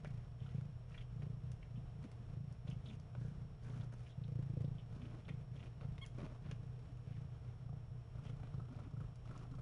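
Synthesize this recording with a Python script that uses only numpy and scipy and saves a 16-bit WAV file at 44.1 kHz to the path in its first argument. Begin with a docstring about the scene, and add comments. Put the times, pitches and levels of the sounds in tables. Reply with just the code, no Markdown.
"""Purring mother cat with her kittens

A mother cat purrs while she licks her kittens on a plush blanket, then stands up and is stroked.
Her purr is a train of soft chest thumps, each with a puff of air that rasps in her throat.
Tongue and paws brush, smack and tick on the fur, the bed bumps and rumbles, and one kitten squeaks.
Under it all an appliance hums in the small room, along with a thin electronic whine."""
import sys
import numpy as np
from scipy import signal
from scipy.fft import rfft, irfft
from scipy.io import wavfile
from scipy.ndimage import uniform_filter1d

SR = 44100
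rng = np.random.default_rng(int(sys.argv[2]) if len(sys.argv) > 2 else 0)


def transcribe(u):
    """Save the signal u as a 16-bit wav file named by the first command-line argument.

    u: samples, shape (n,) or (channels, n), limited to [-1, 1]; the rate is SR.
    q: integer samples, one column per channel.
    """
    v = np.clip(np.atleast_2d(u).T, -1, 1)
    q = np.round(v * 32767).astype(np.int16)
    wavfile.write(sys.argv[1], SR, q)


N = 423915
TIME = np.arange(N) / SR

# Colour of the room air. Each row: frequency in Hz, relative gain in dB.
AIR_EQ = [(10, -26.5), (25, 0), (55, 0), (100, 0), (150, -2.5), (205, -19), (300, -19.5), (380, -23.5),
          (450, -18.5), (560, -25), (690, -22), (850, -27.5), (1300, -30.5), (2000, -37), (3200, -38),
          (4500, -47), (6300, -49), (8000, -52.5), (10500, -55.5)]
# Mains hum and the appliance's faint motor tones. Each row: frequency in Hz, level in dB.
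HUM_TONES = [(119.8, -55.2), (420, -84), (463, -82.5), (631, -84), (700, -85), (1109, -91), (1237, -92)]
# Electronic whines. Each row: frequency in Hz, level in dB, phase swing in radians, throb from 0 to 1.
WHINE_TONES = [(5475, -88.3, 1.57, 0), (5000, -100.5, 0, 0), (5599, -101.5, 0, 0), (6998, -106, 0, 0),
               (7999, -105, 0, .9), (10524, -103, 1.57, 0)]
# Rumble of the bed as the cat shifts and stands. Each row: time in seconds, level in dB.
RUMBLE_LEVELS = [(0, -65), (1.5, -61), (2.5, -68), (5.5, -71.5), (6.3, -59.5), (7.1, -71), (7.7, -68),
                 (8.3, -57.5), (9, -66), (9.6, -53)]
# Colour of that rumble. Each row: frequency in Hz, relative gain in dB.
RUMBLE_EQ = [(10, -19.5), (25, 6.0), (55, -1.5), (80, -5.5), (130, -21.5), (400, -60.0)]

# Swells of the purr, one or more to a breath. Each row: start in seconds, pulses per second,
# time to the crest in seconds, thump level in dB, rasp level in dB.
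PURR_SWELLS = [(.005, 28.7, .08, -46, -70), (.419, 32.4, 0, -47.5, -78), (.551, 28.4, 0, -42.5, -76),
               (.885, 31, .01, -52.5, -78), (1.13, 28.8, .12, -44, -75), (1.408, 31, .03, -48, -79),
               (1.677, 28.7, .07, -49, -80), (1.924, 29.3, .03, -51, -79), (2.302, 28, .06, -44.5, -74),
               (2.654, 26.7, .03, -42.5, -77), (2.906, 30.7, .07, -49, -76), (3.183, 29.2, .04, -42.5, -73),
               (3.385, 29.5, .01, -47.5, -77), (3.635, 30, .11, -47.5, -75), (4.183, 28.4, .2, -41.5, -72),
               (4.466, 27.7, .12, -39, -71.5), (4.93, 29, .03, -48, -73), (5.273, 28.4, .03, -44.5, -73),
               (5.519, 32.9, 0, -50.5, -76), (5.783, 28.4, .06, -45.5, -75), (6.122, 31, .03, -52, -76),
               (6.426, 29.2, .03, -45.5, -75), (6.635, 31, 0, -48, -77), (6.795, 31, .05, -55, -74),
               (7.077, 28.4, 0, -45.5, -73.5), (7.183, 28.4, 0, -47.5, -75), (7.385, 31, .04, -54, -77),
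               (7.63, 28.3, .09, -47, -75), (7.885, 31, 0, -51, -78), (8.157, 28.1, .12, -47, -69),
               (8.545, 27.3, 0, -42.5, -69), (8.656, 27.3, .11, -51, -67), (8.94, 27.3, 0, -44, -68),
               (9.26, 28.5, .06, -52, -65), (9.517, 26.2, .01, -47, -65)]
# Pitch of the chest thump, which drops as she stands. Each row: time in seconds, pitch in Hz.
CHEST_PITCH = [(0, 131), (4.6, 134), (6.2, 133), (6.9, 125), (9.6, 130)]
# How far her mouth is open. Each row: time in seconds, opening from 0 to 1.
MOUTH_OPENING = [(0, 0), (2.5, 0.32), (3.3, 0.64), (4.5, 0.14), (6.7, 0.06), (7.7, 0.8), (8.25, 0.9),
                 (9.6, 0.9)]
# Colours of the tissue flutter and of the rasp with the mouth shut and open.
# Each row: frequency in Hz, relative gain in dB.
FLUTTER_EQ = [(130, -14), (220, 1), (305, 5), (390, -3), (495, 3), (560, -8), (700, -17), (1200, -32),
              (3000, -55)]
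MOUTH_SHUT_EQ = [(100, -18), (220, -2.5), (300, -4.5), (370, -5.5), (470, 5), (570, -5.5), (690, -10.5),
                 (850, -20), (1200, -12.5), (2000, -12.5), (3600, -18.5), (6000, -24), (11000, -34)]
MOUTH_OPEN_EQ = [(100, -22), (200, 0), (270, 23), (340, -5.5), (430, -4), (530, 0), (700, -6.5),
                 (1050, 2.5), (1370, 5), (1650, -18.5), (3300, -13.5), (6000, -18.5), (11000, -34)]

# Tongue and paws brush fur and blanket. Each row: start and end in seconds, then the levels of
# dull body, rasp and fizz in dB.
FUR_RUBS = [(0.047, 0.278, -71, -82, -94), (0.387, 0.647, -79, -77.5, -87.5),
            (0.877, 1.05, -82, -79.5, -84), (1.182, 1.342, -71, -93, -101), (2.025, 2.059, -61, -73, -80),
            (2.66, 2.75, -72, -83, -82.5), (2.837, 2.968, -66.5, -78, -81), (3.186, 3.336, -72, -86, -84),
            (3.606, 3.87, -63.5, -75, -81), (3.922, 3.947, -60.5, -71, -76.5),
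            (3.955, 4.133, -79, -77, -83), (4.905, 5.24, -63.5, -76.5, -85), (5.284, 5.304, -56, -69, -76),
            (5.526, 5.696, -64, -74.5, -83), (5.8, 5.857, -59, -74, -90), (5.979, 5.989, -58.5, -66, -73.5),
            (6.142, 6.185, -64, -79, -86), (6.175, 6.274, -53, -67.5, -79.5),
            (6.258, 6.375, -61.5, -77, -86), (6.434, 6.531, -63.5, -72, -88), (6.513, 6.51, -65, -59, -64),
            (7.049, 7.192, -76, -77, -92), (7.41, 7.55, -68.5, -82, -90), (8.231, 8.312, -63, -74, -80),
            (8.423, 8.49, -66, -76, -92), (8.688, 8.895, -66, -78, -93), (9.238, 9.46, -66, -76, -86.5)]
# Colours of those three bands. Each row: frequency in Hz, relative gain in dB.
FUR_BODY_EQ = [(80, -18.5), (230, 15.5), (400, 4.5), (620, 5), (800, -3), (1100, -2.5), (1500, -4.5),
               (2200, -44), (5000, -50.5)]
FUR_RASP_EQ = [(600, -10), (1500, 4.5), (2300, 6), (2700, 2.5), (3300, 0.5), (4200, -5), (5500, -13),
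               (8000, -35.5)]
FUR_FIZZ_EQ = [(2500, -12), (5000, 2.5), (6300, 3.5), (8000, -6.5), (9800, -2), (11000, -19)]
# Wet smacks of the tongue. Each row: start in seconds, length in seconds, level in dB,
# mouth resonance in Hz, its width in Hz.
TONGUE_SMACKS = [(0.047, 0.02, -61.5, 2033, 710), (0.397, .016, -74, 3050, 600),
                 (0.425, .018, -75, 3100, 900), (0.461, 0.018, -73, 3190, 900),
                 (0.461, 0.027, -70, 1330, 300), (.488, .014, -75, 2900, 1600),
                 (0.905, .022, -72, 1290, 200), (.917, .012, -72, 2600, 1400),
                 (0.942, 0.016, -62.5, 2290, 1200), (0.976, 0.014, -62, 3270, 420),
                 (0.976, 0.015, -66, 1900, 1400), (1.006, 0.02, -67, 2710, 1100),
                 (1.219, 0.013, -68.5, 2020, 1200), (1.626, 0.008, -64.5, 2440, 900),
                 (1.756, 0.045, -77.5, 2940, 700), (2.674, 0.014, -66, 3270, 1300),
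                 (2.708, 0.02, -65.5, 2880, 750), (2.858, 0.017, -65, 3380, 800),
                 (2.882, 0.027, -67.5, 3440, 500), (2.897, 0.024, -70, 2440, 500),
                 (2.925, .018, -72, 2720, 1000), (3.21, 0.15, -77, 1547, 350),
                 (3.645, 0.071, -73.5, 1490, 300), (3.733, .055, -72.5, 1370, 500),
                 (3.808, 0.047, -72, 1432, 400), (3.808, 0.013, -69.5, 3420, 900),
                 (3.919, .012, -69, 1500, 700), (4.06, 0.02, -69.5, 2710, 1100),
                 (4.092, 0.053, -76.5, 3410, 700), (4.236, 0.011, -68.5, 3500, 1200),
                 (4.643, 0.006, -69.5, 3860, 900), (4.781, 0.03, -70.5, 2990, 804),
                 (5.017, 0.013, -68, 2610, 1400), (5.051, .012, -69, 2720, 1400),
                 (5.14, .016, -71, 1500, 700), (5.248, .01, -70.5, 3060, 1100),
                 (5.284, 0.018, -59.5, 2220, 700), (5.285, 0.024, -70, 3300, 500),
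                 (5.561, .018, -71.5, 2980, 900), (5.594, .017, -67.5, 2630, 1200),
                 (5.625, .018, -68.5, 2700, 1100), (5.658, 0.017, -72.5, 2510, 1300),
                 (6.511, .008, -61, 2790, 2200), (8.25, 0.072, -72.5, 2900, 900)]
# Ticks of tongue, lips and claws in the pile. Each row: start in seconds, relative level in dB,
# brightness in dB.
SMALL_TICKS = [(0.0472, -56.5, -11.5), (0.611, -68, -8), (1.2222, -65.5, -10), (1.256, -71, -9),
               (1.5174, -66, 3.5), (2.0403, -64.5, -10), (2.1162, -67, 1), (2.526, -79, 10),
               (2.6735, -68, -14), (2.7018, -68, 2), (2.999, -71.5, 1.5), (3.1509, -63.5, -14.5),
               (3.228, -74, -2), (4.28, -72, -5), (4.619, -67, -5), (5.2822, -63.5, -14.5),
               (5.811, -65, -15), (6.054, -74, 4), (6.063, -66, 7), (6.5129, -57, -5), (6.9728, -75, -1),
               (9.1576, -76.5, 8.5), (9.3774, -72, 7)]
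# Colour of a tick's hollow knock. Each row: frequency in Hz, relative gain in dB.
TICK_KNOCK_EQ = [(80, -16.5), (230, -6), (400, 5), (540, 9.5), (750, -0.5), (1000, -1), (1500, -2.5),
                 (2200, -38), (5000, -52.5)]
# Paws and bodies bump the bedding. Each row: start in seconds, level in dB, pitch in Hz,
# length in seconds.
BED_BUMPS = [(1.771, -49.5, 217, 0.021), (2.034, -47.5, 213, 0.039), (2.187, -56, 206, 0.052),
             (2.875, -52, 210.5, 0.076), (4.996, -51.5, 235, 0.084), (5.052, -59, 332, 0.044),
             (5.128, -57.5, 322, 0.045), (8.698, -53, 250, 0.04), (8.858, -54.5, 255, 0.031),
             (6.018, -44, 140, .022), (6.222, -40.5, 168, 0.04), (6.224, -51, 350, .02),
             (6.885, -59, 285, .035)]

# Arc of the kitten's squeak. Each row: time in seconds, pitch in Hz, level in dB.
SQUEAK_ARC = [(6.012, 1020, -76), (6.017, 1075, -57), (6.03, 1102, -55.5), (6.042, 1065, -57),
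              (6.047, 950, -66), (6.054, 860, -65), (6.06, 800, -76)]
# Timbre of the squeak. Each row: harmonic number, relative level in dB.
SQUEAK_HARMONICS = [(1, -9), (2, -3), (3, 0), (4, -20), (5, -29), (6, -30), (7, -31), (8, -30), (9, -26)]
# Single purr pulses rattle in her throat once she stands. Each row: start in seconds, then the
# relative levels of body and ring in dB.
THROAT_RATTLES = [(7.69, -54, -69), (7.727, -51, -75), (7.762, -58, -75), (8.15, -56, -69),
                  (8.182, -57, -65), (8.293, -59, -70), (8.397, -51, -69), (8.432, -49, -72),
                  (8.471, -53, -69), (8.578, -53, -73), (8.596, -47, -59), (8.684, -52, -68),
                  (8.718, -61, -73), (8.753, -52, -68), (8.789, -46.5, -61), (8.86, -53, -81),
                  (8.965, -64, -65), (9.002, -55, -60), (9.038, -52, -71), (9.309, -46, -58),
                  (9.351, -61, -59), (9.381, -68, -69), (9.412, -51, -65), (9.45, -53, -66),
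                  (9.537, -56, -61.5), (9.584, -51, -61.5)]
# Colours of a rattle's hollow body and its ring in the mouth. Each row: frequency in Hz, gain in dB.
RATTLE_BODY_EQ = [(120, -13), (200, -3), (275, 10), (480, -1), (720, 8.5), (1000, -15), (1650, -19),
                  (3500, -25), (9000, -38)]
RATTLE_RING_EQ = [(500, -50), (1050, -6.5), (1350, 1), (1480, -13.5), (1700, -26), (4000, -38.5)]


def gain_of(db):
    """Decibels to amplitude."""
    return 10 ** (np.asarray(db) / 20)


def unit_rms(x):
    """Scales to an rms of 1."""
    return x / np.sqrt(np.mean(x ** 2) + 1e-20)


def add(mix, start_s, sound):
    """Lays a sound into the mix."""
    part = mix[max(round(start_s * SR), 0):][:len(sound)]
    part += sound[:len(part)]


def swell(t, rise_s):
    """Envelope that rises to 1 at rise_s, then dies away."""
    return t / rise_s * np.exp(1 - t / rise_s)


def drift(rate_hz):
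    """Smooth random wander of rms 1, rolling off above rate_hz."""
    step, size = 16, 32768
    hz = np.fft.rfftfreq(size, step / SR)
    coarse = irfft(rfft(rng.standard_normal(size)) * np.exp(-(hz / rate_hz) ** 2), size)
    return unit_rms(np.interp(np.arange(N) / step, np.arange(size), coarse))


def colour(x, eq, size=8192):
    """Minimum-phase EQ of unit energy."""
    eq_hz, eq_db = np.transpose(eq)
    hz = abs(np.fft.fftfreq(size, 1 / SR))
    log_gain = np.log(gain_of(np.interp(np.log(hz + 1), np.log(eq_hz + 1), eq_db)))
    impulse = np.fft.ifft(np.exp(np.conj(signal.hilbert(log_gain)))).real[:size // 2]
    return signal.oaconvolve(x, impulse / np.linalg.norm(impulse))[:len(x)]


def room_air(level_db=-54.6, flicker_db=1.0):
    """A bed of dark noise whose level flickers slightly."""
    level = gain_of(level_db + flicker_db * drift(9.1))
    return level * unit_rms(colour(rng.standard_normal(N), AIR_EQ))


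def appliance_hum(wander_s=.00025):
    """Mains hum and motor tones waver a little in pitch, all together."""
    motor_time = TIME + wander_s * drift(2)
    return sum(gain_of(db) * unit_rms(np.sin(2 * np.pi * hz * motor_time)) for hz, db in HUM_TONES)


def electronic_whine(chop_hz=30):
    """Thin high tones; the electronics chop some of them in phase or level at a steady beat."""
    flip = np.tanh(8 * np.sin(np.pi * chop_hz * TIME))
    beat = np.cos(2 * np.pi * chop_hz * TIME)
    out = np.zeros(N)
    for hz, db, swing, throb in WHINE_TONES:
        tone = np.sin(2 * np.pi * hz * TIME + swing * flip)
        out += gain_of(db) * unit_rms((1 + throb * beat) * tone)
    return out


def bed_rumble():
    """The bed sways under moving weight."""
    sway = unit_rms(colour(rng.standard_normal(N), RUMBLE_EQ))
    return sway * gain_of(np.interp(TIME, *np.transpose(RUMBLE_LEVELS)))


def purr_envelopes(swell_db=6, hold_share=.12, fade_db_per_s=75, rasp_share=.55):
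    """Thump and rasp gains: each swell rises to its crest, holds, and fades as the air runs out."""
    columns = np.transpose(PURR_SWELLS)
    current = np.maximum(np.searchsorted(columns[0], TIME + .012) - 1, 0)
    start, _, crest, thump_db, rasp_db = columns[:, current]
    age = TIME + .006 - start
    hold = hold_share * np.diff(columns[0], append=N / SR)[current]
    shape_db = -swell_db * np.clip((crest - age) / np.maximum(crest, hold), 0, 1)
    shape_db -= fade_db_per_s * np.maximum(age - crest - hold, 0)
    return gain_of(thump_db + shape_db), gain_of(rasp_db + rasp_share * shape_db)


def chest_thumps(onsets, forces, lead_s, swell_cycles=.49, pitch_spread=.035, ring_hz=126, ring_db=-18.5):
    """At each pulse the soft chest swings about two cycles, then rings on faintly."""
    t = np.arange(SR // 10) / SR
    ring = gain_of(ring_db) * swell(t, rise_s=.014) * np.cos(2 * np.pi * ring_hz * (t - lead_s))
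    pitches = np.interp(onsets / SR + lead_s, *np.transpose(CHEST_PITCH))
    pitches *= 1 + pitch_spread * drift(9)[onsets]
    out = np.zeros(N)
    for start, hz, force in zip(onsets / SR, pitches, forces):
        age = t * hz / swell_cycles
        envelope = age ** 2 * np.exp(-age)
        thump = envelope / envelope.max() * np.cos(2 * np.pi * hz * (t - lead_s)) + ring
        add(out, start, force * thump / np.linalg.norm(thump))
    return out


def air_puffs(pulses, rise_s, leak=.1):
    """Each pulse lets a puff of air through, over a small steady leak."""
    puff = swell(np.arange(SR // 10) / SR, rise_s)
    flow = signal.oaconvolve(pulses, puff)[:N] + leak
    return unit_rms(flow * rng.standard_normal(N))


def tissue_flutter(pulses, effort, level_db=-14.5, growth=2.5, puff_s=.0029):
    """Hard pulses set the soft tissue fluttering, part alike each cycle, part ragged."""
    alike = unit_rms(np.roll(pulses, round(puff_s * SR)))
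    ragged = air_puffs(pulses, puff_s)
    hardness = effort.max() * (effort / effort.max()) ** growth
    return gain_of(level_db) * hardness * colour(.6 * alike + .7 * ragged, FLUTTER_EQ)


def throat_rasp(pulses, gust_db=2.5):
    """Uneven gusts rasp in the throat and change colour as the mouth opens."""
    air = air_puffs(pulses * gain_of(gust_db * drift(37)), rise_s=.004)
    opening = np.interp(TIME, *np.transpose(MOUTH_OPENING))
    return (1 - opening) * colour(air, MOUTH_SHUT_EQ) + opening * colour(air, MOUTH_OPEN_EQ)


def purr(lead_s=.0062, jitter_s=.0002, uneven_db=1):
    """Each opening of the larynx thumps the chest and lets a puff of air through the throat."""
    ends = [row[0] for row in PURR_SWELLS[1:]] + [N / SR + .01]
    beat_times = np.concatenate([np.arange(start, end - .5 / rate, 1 / rate)
                                 for (start, rate, *_), end in zip(PURR_SWELLS, ends)])
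    lateness, strength = rng.standard_normal((len(beat_times), 2)).T
    # the larynx opens a moment before the thump peaks
    onsets = np.clip((beat_times - lead_s + jitter_s * lateness) * SR, 0, N - 1).astype(int)
    pulses = np.zeros(N)
    pulses[onsets] = gain_of(uneven_db * strength)
    effort, rasp_gain = purr_envelopes()
    thumps = chest_thumps(onsets, (unit_rms(pulses) * effort)[onsets], lead_s)
    return thumps + tissue_flutter(pulses, effort) + rasp_gain * throat_rasp(pulses)


def fur_rubs(snap_db=3.0, snaps_per_s=3000, clump_db=2, clump_hz=220, catch_db=1.4, catch_hz=45):
    """Tongue or paw catches and slides; hairs slip free in clumps, each with a tiny snap."""
    shared_db = clump_db * drift(clump_hz) + catch_db * drift(catch_hz)
    starts, ends, *band_levels = np.transpose(FUR_RUBS)
    out = np.zeros(N)
    for eq, levels in zip((FUR_BODY_EQ, FUR_RASP_EQ, FUR_FIZZ_EQ), band_levels):
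        pressure = np.zeros(N)
        for start, end, db in zip(starts, ends, levels):
            samples = max(int((end - start) * SR), 9)
            add(pressure, start, gain_of(db) * signal.windows.tukey(samples, alpha=.28))
        snaps = gain_of(snap_db * np.minimum(rng.exponential(1, N), 4)) * rng.choice([-1, 1], N)
        snaps *= rng.random(N) < snaps_per_s / SR
        clumps = gain_of(shared_db + clump_db * drift(clump_hz))
        # the catches roughen the rub while its average force holds
        clumps /= np.sqrt(uniform_filter1d(clumps ** 2, size=2600))
        out += pressure * colour(unit_rms(snaps * clumps), eq)
    return out


def licks(pops_per_s=1100, glide=.053, hold_share=.7):
    """The tongue peels off wet fur: tiny pops ring the mouth cavity, whose pitch sinks as it grows."""
    rise_s, release_s, trail_s, trail_db = .002, .005, .02, -18
    out = np.zeros(N)
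    for start, length, db, cavity_hz, width_hz in TONGUE_SMACKS:
        t = np.arange(0, length + 2 * trail_s, 1 / SR)
        chance, angle = rng.random((2, len(t)))
        pops = (chance < pops_per_s / SR) * np.exp(2j * np.pi * angle)
        ringing = signal.lfilter(*signal.butter(2, width_hz / 2, fs=SR), pops)
        pitch = cavity_hz * (1 + glide * (.5 - np.minimum(t / length, 1)))
        cavity = (ringing * np.exp(2j * np.pi * np.cumsum(pitch) / SR)).real
        after = np.maximum(t - hold_share * length, 0)
        release = np.maximum(np.exp(-after / release_s), gain_of(trail_db) * np.exp(-after / trail_s))
        smack = np.minimum(t / rise_s, 1) * release * cavity
        add(out, start, gain_of(db) * unit_rms(smack) * np.sqrt(length / t[-1]))
    return out


def ticks(snap_s=.0014, click=5.5, crackle_db=-10, crackle_t60_s=.056, rasp_db=.5):
    """Tongue, lip or claw snaps, then crackles briefly; a bright tick trades body for treble."""
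    t = np.arange(SR // 10) / SR
    envelope = np.exp(-t / snap_s) + gain_of(crackle_db - 60 * t / crackle_t60_s)
    bands = np.zeros((3, N))
    for start, db, bright_db in SMALL_TICKS:
        for band, offset_db in zip(bands, (-bright_db, rasp_db, bright_db)):
            burst = envelope * rng.standard_normal(len(t))
            burst[0] = click
            add(band, start, gain_of(db + offset_db) * burst)
    return sum(colour(band, eq) for band, eq in zip(bands, (TICK_KNOCK_EQ, FUR_RASP_EQ, FUR_FIZZ_EQ)))


def bed_bumps(sag=.057, ragged=.13):
    """The padded bed gives a brief, ragged low note that sinks as the weight settles."""
    creases = drift(rate_hz=200)
    out = np.zeros(N)
    for start, db, hz, length in BED_BUMPS:
        progress = np.linspace(0, 1, int(length * SR))
        pitch = hz * (1 + sag * (.5 - progress) + ragged * creases[int(start * SR):][:len(progress)])
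        note = np.sin(2 * np.pi * np.cumsum(pitch) / SR)
        add(out, start, gain_of(db) * np.sin(np.pi * progress) * note)
    return out


def kitten_squeak(roughness=.0091):
    """A tiny arched call with a clean stack of harmonics."""
    times, hz, db = np.transpose(SQUEAK_ARC)
    t = np.arange(times[0], times[-1], 1 / SR)
    pitch = np.interp(t, times, hz) * (1 + roughness * drift(400)[:len(t)])
    phase = 2 * np.pi * np.cumsum(pitch) / SR
    voice = sum(gain_of(harmonic_db) * np.sin(k * phase) for k, harmonic_db in SQUEAK_HARMONICS)
    out = np.zeros(N)
    add(out, times[0], unit_rms(voice) * gain_of(np.interp(t, times, db)))
    return out


def throat_rattles(body_trim_db=-7.0, ring_trim_db=-1.0, body_rise_s=.0022, ring_rise_s=.004):
    """Hollow puffs swell and fade, each with its own blend of throat body and mouth ring."""
    t = np.arange(SR // 16) / SR
    starts, body_db, ring_db = np.transpose(THROAT_RATTLES)
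    out = np.zeros(N)
    for eq, levels, rise_s in [(RATTLE_BODY_EQ, body_db + body_trim_db, body_rise_s),
                               (RATTLE_RING_EQ, ring_db + ring_trim_db, ring_rise_s)]:
        air = colour(rng.standard_normal(N + len(t)), eq)
        envelope = swell(t, rise_s)
        for start, db in zip(starts, levels):
            puff = unit_rms(envelope * air[int(start * SR):][:len(t)])
            add(out, start, gain_of(db) * puff * np.sqrt(np.mean(envelope ** 2)))
    return out


def nest_walls(x, wet_db=-9.0, t60_s=.22, predelay_s=.003):
    """The near walls of the nest add a short soft tail."""
    t = np.arange(SR // 4) / SR
    tail = rng.standard_normal(len(t)) * gain_of(-60 * t / t60_s) * (t > predelay_s)
    return x + gain_of(wet_db) * signal.oaconvolve(x, tail / np.linalg.norm(tail))[:N]


def scene():
    """The cats close by, over the tone of the room, in mono."""
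    grooming = fur_rubs() + licks() + ticks()
    low_end = purr() + bed_bumps() + bed_rumble()
    details = nest_walls(grooming + throat_rattles() + kitten_squeak())
    room_tone = room_air() + appliance_hum() + electronic_whine()
    return (low_end + details + room_tone)[None]


def record(dry, cutoff_hz=11000):
    """A steep low-pass takes off the top treble."""
    lowpass = signal.firwin(255, cutoff_hz, window=("kaiser", 8), fs=SR)
    return signal.oaconvolve(dry, lowpass[None], "same")


dry = scene()
out = record(dry)
transcribe(out)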